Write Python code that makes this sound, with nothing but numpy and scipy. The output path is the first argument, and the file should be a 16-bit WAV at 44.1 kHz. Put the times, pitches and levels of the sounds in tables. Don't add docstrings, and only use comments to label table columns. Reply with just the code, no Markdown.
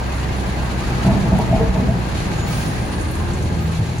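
import sys
import numpy as np
from scipy import signal
from scipy.fft import rfft, irfft
from scipy.io import wavfile

SR = 44100
rng = np.random.default_rng(int(sys.argv[2]) if len(sys.argv) > 2 else 0)


def store_wav(level_fs):
    pcm = np.round(np.clip(np.atleast_2d(level_fs), -1, 1) * 32767)
    wavfile.write(sys.argv[1], SR, pcm.T.astype(np.int16))


N = 176400
T = np.arange(N) / SR
FREQ = np.maximum(np.arange(N // 2 + 1) * SR / N, 1)
CAR_WOBBLE, TICK_RISE_S = .005, .0017

# t/s, firing f/Hz, fundamental level/dB, overtone level/dB
TRUCK_EXHAUST = [(0, 64.9, -26, -33), (.6, 63.55, -24.5, -32.5), (1.05, 62.86, -24.5, -26),
                 (1.65, 61.38, -25, -26), (2.3, 60.4, -28.5, -30), (2.8, 59.9, -32.5, -30.5),
                 (4, 58.94, -41, -36)]
# t/s, level/dB
RUMBLE_LEVEL = [(0, -25.5), (.9, -23), (2.05, -23.5), (2.6, -22), (3.1, -24), (3.5, -22), (4, -26.5)]
ROAR_LEVEL = [(0, -30), (.5, -31), (1, -28.5), (1.5, -30), (2.6, -31.5), (3.2, -32), (3.6, -35)]
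HISS_LEVEL = [(0, -39), (1.05, -36), (1.95, -40), (2.15, -35), (2.7, -37.5), (3.1, -39.5), (3.6, -38)]
# f/Hz, relative spectral level/dB
RUMBLE_SPECTRUM = [(15, -26), (25, -19), (42, 1), (60, -3.5), (100, 1.5), (140, -4.5), (200, -2.5),
                   (260, -10.5), (340, -13), (450, -15.5), (700, -19), (1500, -63)]
ROAR_SPECTRUM = [(100, -65), (300, 0.5), (520, -4), (660, -1.5), (830, 2), (1050, -1.5), (1400, -8.5),
                 (1900, -7.5), (2600, -12), (3300, -18.5), (5000, -24), (9000, -35.5)]
HISS_SPECTRUM = [(1000, -6.5), (2500, 4.5), (3400, 2), (4250, 4), (5400, -4), (7000, -0.5), (9800, -7.5),
                 (12300, -14.5), (15000, -48)]
# f/Hz, left-right correlation
STREET_COHERENCE = [(30, 0.84), (150, 0.81), (300, 0.92), (550, 0.44), (1000, 0), (2000, 0.19),
                    (4000, 0.088)]
# f/Hz, width/Hz, relative level/dB
BLOCK_MODES = [(341, 83, 5.5), (795, 120, 0.5), (1225, 66, -3.5), (1605, 110, 0.5), (1762, 82, -5),
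               (2650, 160, -12), (4360, 99, -9.5)]
# t/s, level/dB
ENGINE_LEVEL = [(0, -36), (1, -38), (1.7, -42.5), (2.3, -34.5), (3.2, -37), (4, -40)]
# t/s, level/dB
JINGLE_LEVEL = [(0, -55.5), (1.9, -60), (2.2, -53), (3.4, -57)]
# t/s, firing f/Hz of one cylinder bank, level/dB
SALOON_DRONE = [(.85, 66, -47), (1.06, 65.4, -20.5), (1.45, 63.4, -28.5), (1.87, 62.48, -22.5),
                (2.15, 58, -64)]
# t/s, nominal length/s, boom level/dB, bark level/dB, bark f/Hz, bark spread/octaves
EXHAUST_BURBLES = [(1.048, 0.062, -17, -23.5, 700, 0.43), (1.102, 0.087, -17, -30, 754, 0.42),
                   (1.232, 0.079, -20.5, -32, 640, 0.81), (1.31, 0.06, -14, -24.5, 754, 0.21),
                   (1.386, 0.024, -21, -22, 850, 0.54), (1.479, 0.09, -18.5, -30, 640, 0.12),
                   (1.528, 0.04, -18.5, -25.5, 744, 0.17), (1.594, 0.048, -17, -24.5, 610, 0.49),
                   (1.666, 0.03, -22.5, -35, 650, 0.33), (1.749, 0.042, -19, -25.5, 530, 0.85),
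                   (1.792, 0.065, -19.5, -27.5, 460, 0.29), (1.877, 0.058, -21, -29, 670, 0.12)]
# f/Hz, relative spectral level/dB
SILENCER_SPECTRUM = [(15, -52), (70, -11), (120, 1), (200, 1), (255, -8), (350, -17), (600, -33),
                     (1200, -78)]
# f/Hz, width/Hz, relative level/dB
TAILPIPE_MODES = [(452, 28, 1), (652, 28, 2), (745, 110, -6), (885, 90, -4)]
# t/s, f/Hz, level/dB
LOW_THUMPS = [(1.33, 68.8, -25), (1.58, 43.88, -20), (1.705, 51.2, -16), (1.9, 75.3, -20),
              (3.82, 105.4, -17)]
# t/s, level/dB, centre f/Hz, decay/s
CHASSIS_RATTLES = [(1.386, -31, 8900, .003), (1.683, -38, 6600, .003), (3.01, -34.5, 7500, .014),
                   (3.11, -37.5, 10200, .016), (3.152, -37.5, 8410, 0.012), (3.333, -36, 7000, 0.026),
                   (3.425, -35.5, 7000, 0.012), (3.749, -36.5, 6960, 0.0039), (3.982, -35, 7400, 0.0091)]
# t/s, pipe resonance f/Hz, level/dB
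EXHAUST_POPS = [(1.388, 645, -31), (1.392, 449, -20.5), (1.524, 654, -12.5), (1.606, 451, -16)]
# t/s, firing f/Hz, level/dB at f, level/dB at 1.5 f, level/dB at 2 f
CAR_ORDERS = [(2.1, 77.84, -55, -60, -38), (2.65, 78.5, -41, -57, -27), (3.0, 79.34, -32, -62, -57),
              (3.35, 79.76, -26.5, -42, -46), (3.55, 80.27, -26, -36, -26), (4, 82.4, -30, -32, -30)]
# t/s, f/Hz, level/dB
GEAR_WHINE = [(2.9, 297.4, -63), (3.12, 323.4, -35), (3.45, 376, -41), (3.75, 392, -62)]
# t/s, hold/s, f/Hz, level/dB, fade/(dB/s), fractional pitch waver
BRAKE_SQUEALS = [(2.363, 0.11, 6950, -44, 25, 0.001), (2.519, 0.82, 9150, -43.5, 8, 0.00308),
                 (3.469, .12, 9070, -54, 25, .003), (2.467, .12, 15650, -46, 60, 0.005),
                 (3.599, .07, 14800, -45, 90, .012)]
# f/Hz, relative spectral level/dB
AIR_SPECTRUM = [(1500, 2.5), (7000, -4), (10000, -6.5), (12500, -13)]
# f/Hz, left minus right level/dB
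MIC_BALANCE = [(110, -.6), (300, 1.3), (2500, 1.1), (3700, -.4), (5700, -3), (7200, 0)]


def undb(db):
    return 10 ** (np.asarray(db) / 20)


def unit(x):
    return x / np.sqrt(np.mean(x ** 2))


def curve(rows):
    times, *columns = np.array(rows).T
    return [np.interp(T, times, c) for c in columns]


def across(rows):
    hz, value = np.array(rows).T
    return np.interp(np.log(FREQ), np.log(hz), value)


def shape(x, gain):
    return irfft(rfft(x) * gain, N)


def hump(hz, octaves):
    return np.exp(-.5 * (np.log2(FREQ / hz) / octaves) ** 2)


def resonance(hz, width):
    return 1 / (1 + 1j * (FREQ / hz - hz / FREQ) * hz / width)


def drift(rate_hz):
    return unit(shape(rng.standard_normal(N), np.exp(-.5 * (FREQ / rate_hz) ** 2)))


def phase_of(hz):
    return 2 * np.pi * np.cumsum(hz) / SR


def envelope(start, rise, hold, decay):
    return np.clip((T - start) / rise, 0, 1) * np.exp(-np.maximum(T - start - rise - hold, 0) / decay)


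def burst(x, env):
    return unit(x * env) * np.sqrt(np.mean(env ** 2))


def street_noise(spectrum):
    coherence = across(STREET_COHERENCE)
    gain = undb(across(spectrum))
    mid, side = (shape(rng.standard_normal(N), gain * np.sqrt(1 + s * coherence)) for s in (1, -1))
    return unit(np.array([mid + side, mid - side]))


def truck_exhaust(wobble=.0091, scatter_db=1, rolloff=2.05):
    hz, fundamental_db, overtone_db = curve(TRUCK_EXHAUST)
    phase = phase_of(hz * (1 + wobble * drift(5.3)))
    firing_db = scatter_db * rng.standard_normal(N // 100)
    strength = undb(np.interp(phase / (2 * np.pi), np.arange(len(firing_db)), firing_db))
    overtones = unit(sum(np.cos(k * phase) / k ** rolloff for k in range(2, 12)))
    return -strength * (undb(fundamental_db) * unit(np.cos(phase)) + undb(overtone_db) * overtones), phase


def road(firing_phase, pulse_depth=.13):
    rumble = street_noise(RUMBLE_SPECTRUM) * undb(curve(RUMBLE_LEVEL)[0] + .7 * drift(25))
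    roar = street_noise(ROAR_SPECTRUM) * undb(curve(ROAR_LEVEL)[0] + .82 * drift(23))
    hiss = street_noise(HISS_SPECTRUM) * undb(curve(HISS_LEVEL)[0] + 1.5 * drift(27))
    return rumble + roar * (1 + pulse_depth * np.cos(firing_phase)) + hiss


def engine_block(firing_phase, pulse_depth=.14):
    drive = rng.standard_normal((2, N)) * (1 + pulse_depth * np.cos(firing_phase))
    power = sum(undb(db) ** 2 * np.abs(resonance(hz, width)) ** 4 for hz, width, db in BLOCK_MODES)
    return unit(shape(drive, np.sqrt(power))) * undb(curve(ENGINE_LEVEL)[0])


def clatter(per_s=150, centre_hz=1600, octaves=.55, decay_s=.02, scatter_db=2.5, re_roar_db=-7.5):
    count = int(per_s * N / SR)
    t = T[:SR // 10]
    env = np.minimum(t / TICK_RISE_S, 1) * np.exp(-t / decay_s)
    out = np.zeros((2, N + len(t)))
    for (when, *turns), (pitch, size) in zip(rng.random((count, 3)), rng.standard_normal((count, 2))):
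        i = int(when * N)
        hz = centre_hz * 2 ** (octaves * pitch)
        ring = np.sin(2 * np.pi * (hz * t + np.array(turns)[:, None]))
        out[:, i:i + len(t)] += undb(scatter_db * (size - pitch)) * ring * env
    return unit(out[:, :N]) * undb(curve(ROAR_LEVEL)[0] + re_roar_db)


def jingle(per_s=23, centre_hz=8800):
    impacts = (rng.random(N) < per_s / SR) * rng.random(N)
    env = signal.fftconvolve(impacts, envelope(0, rise=.008, hold=0, decay=.016))[:N]
    band = shape(rng.standard_normal((2, N)), hump(centre_hz, octaves=.3))
    return unit(env * band) * undb(curve(JINGLE_LEVEL)[0])


def saloon(flutter_db=2):
    hz, db = curve(SALOON_DRONE)
    phase = phase_of(hz * (1 + CAR_WOBBLE * drift(22)))
    return undb(db) * unit(sum(np.sin(k * phase) * undb(flutter_db * drift(19)) for k in (2, 3)))


def burble(pop_hz=124.26, jitter=.057, scatter_db=3, weak_db=-4.5, cutoff_hz=1020):
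    pipe = sum(undb(db) * resonance(hz, width) for hz, width, db in TAILPIPE_MODES)
    pipe /= np.sqrt(1 + (FREQ / cutoff_hz) ** 20)
    silencer = undb(across(SILENCER_SPECTRUM))
    k = np.arange(40)
    out = 0
    for start, length, boom_db, bark_db, hz, octaves in EXHAUST_BURBLES:
        late, size = rng.standard_normal((len(k), 2)).T
        times = start + (k + .5 + jitter * late) / pop_hz
        pops = np.zeros(N)
        pops[(times * SR).astype(int)] = undb(scatter_db * size + weak_db * (k % 2))
        drive = pops * np.sqrt(SR / pop_hz) + rng.standard_normal(N)
        env = envelope(start, rise=.008, hold=length / 2, decay=.016 + length / 4)
        out += undb(boom_db) * burst(shape(drive, silencer), env)
        out += undb(bark_db) * burst(shape(drive, pipe * hump(hz, octaves)), env)
    return out


def low_thumps(width_s=.016):
    out = 0
    for when, hz, db in LOW_THUMPS:
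        env = np.exp(-.5 * ((T - when) / width_s) ** 2)
        out += undb(db) * np.sqrt(2) * env * np.sin(2 * np.pi * (hz * T + rng.random()))
    return out


def rattles(octaves=.33):
    noise = rng.standard_normal((2, N))
    out = 0
    for start, db, hz, decay in CHASSIS_RATTLES:
        env = envelope(start - TICK_RISE_S / 2, TICK_RISE_S, 0, decay)
        out += undb(db) * burst(shape(noise, hump(hz, octaves)), env)
    return out


def loud_pops(rise_s=.0051, hold_s=.005, ring_db=-12):
    out = 0
    for start, hz, db in EXHAUST_POPS:
        puff = envelope(start, rise_s, hold_s, decay=.0038)
        ring = undb(ring_db) * envelope(start, rise_s, hold_s, decay=.06)
        out += undb(db) * (puff + ring) * np.sin(2 * np.pi * hz * (T - start))
    return out


def second_car(flutter_db=2.5):
    hz, firing_db, half_db, octave_db = curve(CAR_ORDERS)
    phase = phase_of(hz * (1 + CAR_WOBBLE * drift(2)))
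    orders = ((1, firing_db), (1.5, half_db), (2, octave_db))
    drone = sum(unit(np.sin(k * phase)) * undb(db + flutter_db * drift(9.2)) for k, db in orders)
    whine_hz, whine_db = curve(GEAR_WHINE)
    whine = unit(np.sin(phase_of(whine_hz * (1 + CAR_WOBBLE * drift(20)))))
    return drone + whine * undb(whine_db + flutter_db * drift(10.3))


def brake_squeals(flicker_db=3.5):
    out = 0
    for start, hold, hz, db, fade, waver in BRAKE_SQUEALS:
        tone = unit(np.sin(phase_of(hz * (1 + waver * drift(88)))))
        level_db = db - fade * np.maximum(T - start, 0) + flicker_db * drift(30)
        out += tone * envelope(start, rise=.0091, hold=hold, decay=.02) * undb(level_db)
    return out


def brake_air(db=-33):
    return undb(db) * envelope(start=2.433, rise=.082, hold=.091, decay=.21) * street_noise(AIR_SPECTRUM)


def overpass(x, t60_s=.59, gap_s=.015, db=-7.5):
    tail = rng.standard_normal((2, N)) * undb(-60 * T / t60_s) * (T > gap_s)
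    return undb(db) * signal.fftconvolve(x * np.ones((2, 1)), unit(tail) / np.sqrt(N), axes=1)[:, :N]


def scene(engine_echo_db=-9):
    exhaust, firing_phase = truck_exhaust()
    engines = exhaust + saloon() + second_car()
    transients = burble() + loud_pops() + clatter() + rattles() + jingle()
    direct = road(firing_phase) + engine_block(firing_phase) + brake_air() + brake_squeals() + low_thumps()
    return direct + engines + transients + overpass(transients + undb(engine_echo_db) * engines)


def record(dry, shared_above_hz=7330, lag_s=.000183, top_hz=15800):
    left, right = rfft(dry)
    shared = 1 / (1 + (shared_above_hz / FREQ) ** 20)
    delay = np.exp(-2j * np.pi * FREQ * lag_s)
    left = np.sqrt(1 - shared) * left + np.sqrt(shared) * right * delay
    tilt = undb(across(MIC_BALANCE) / 2)
    out = irfft(np.array([left * tilt, right / tilt]), N)
    return signal.sosfilt(signal.ellip(10, .2, 80, top_hz, fs=SR, output="sos"), out)


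dry = scene()
out = record(dry)
store_wav(out)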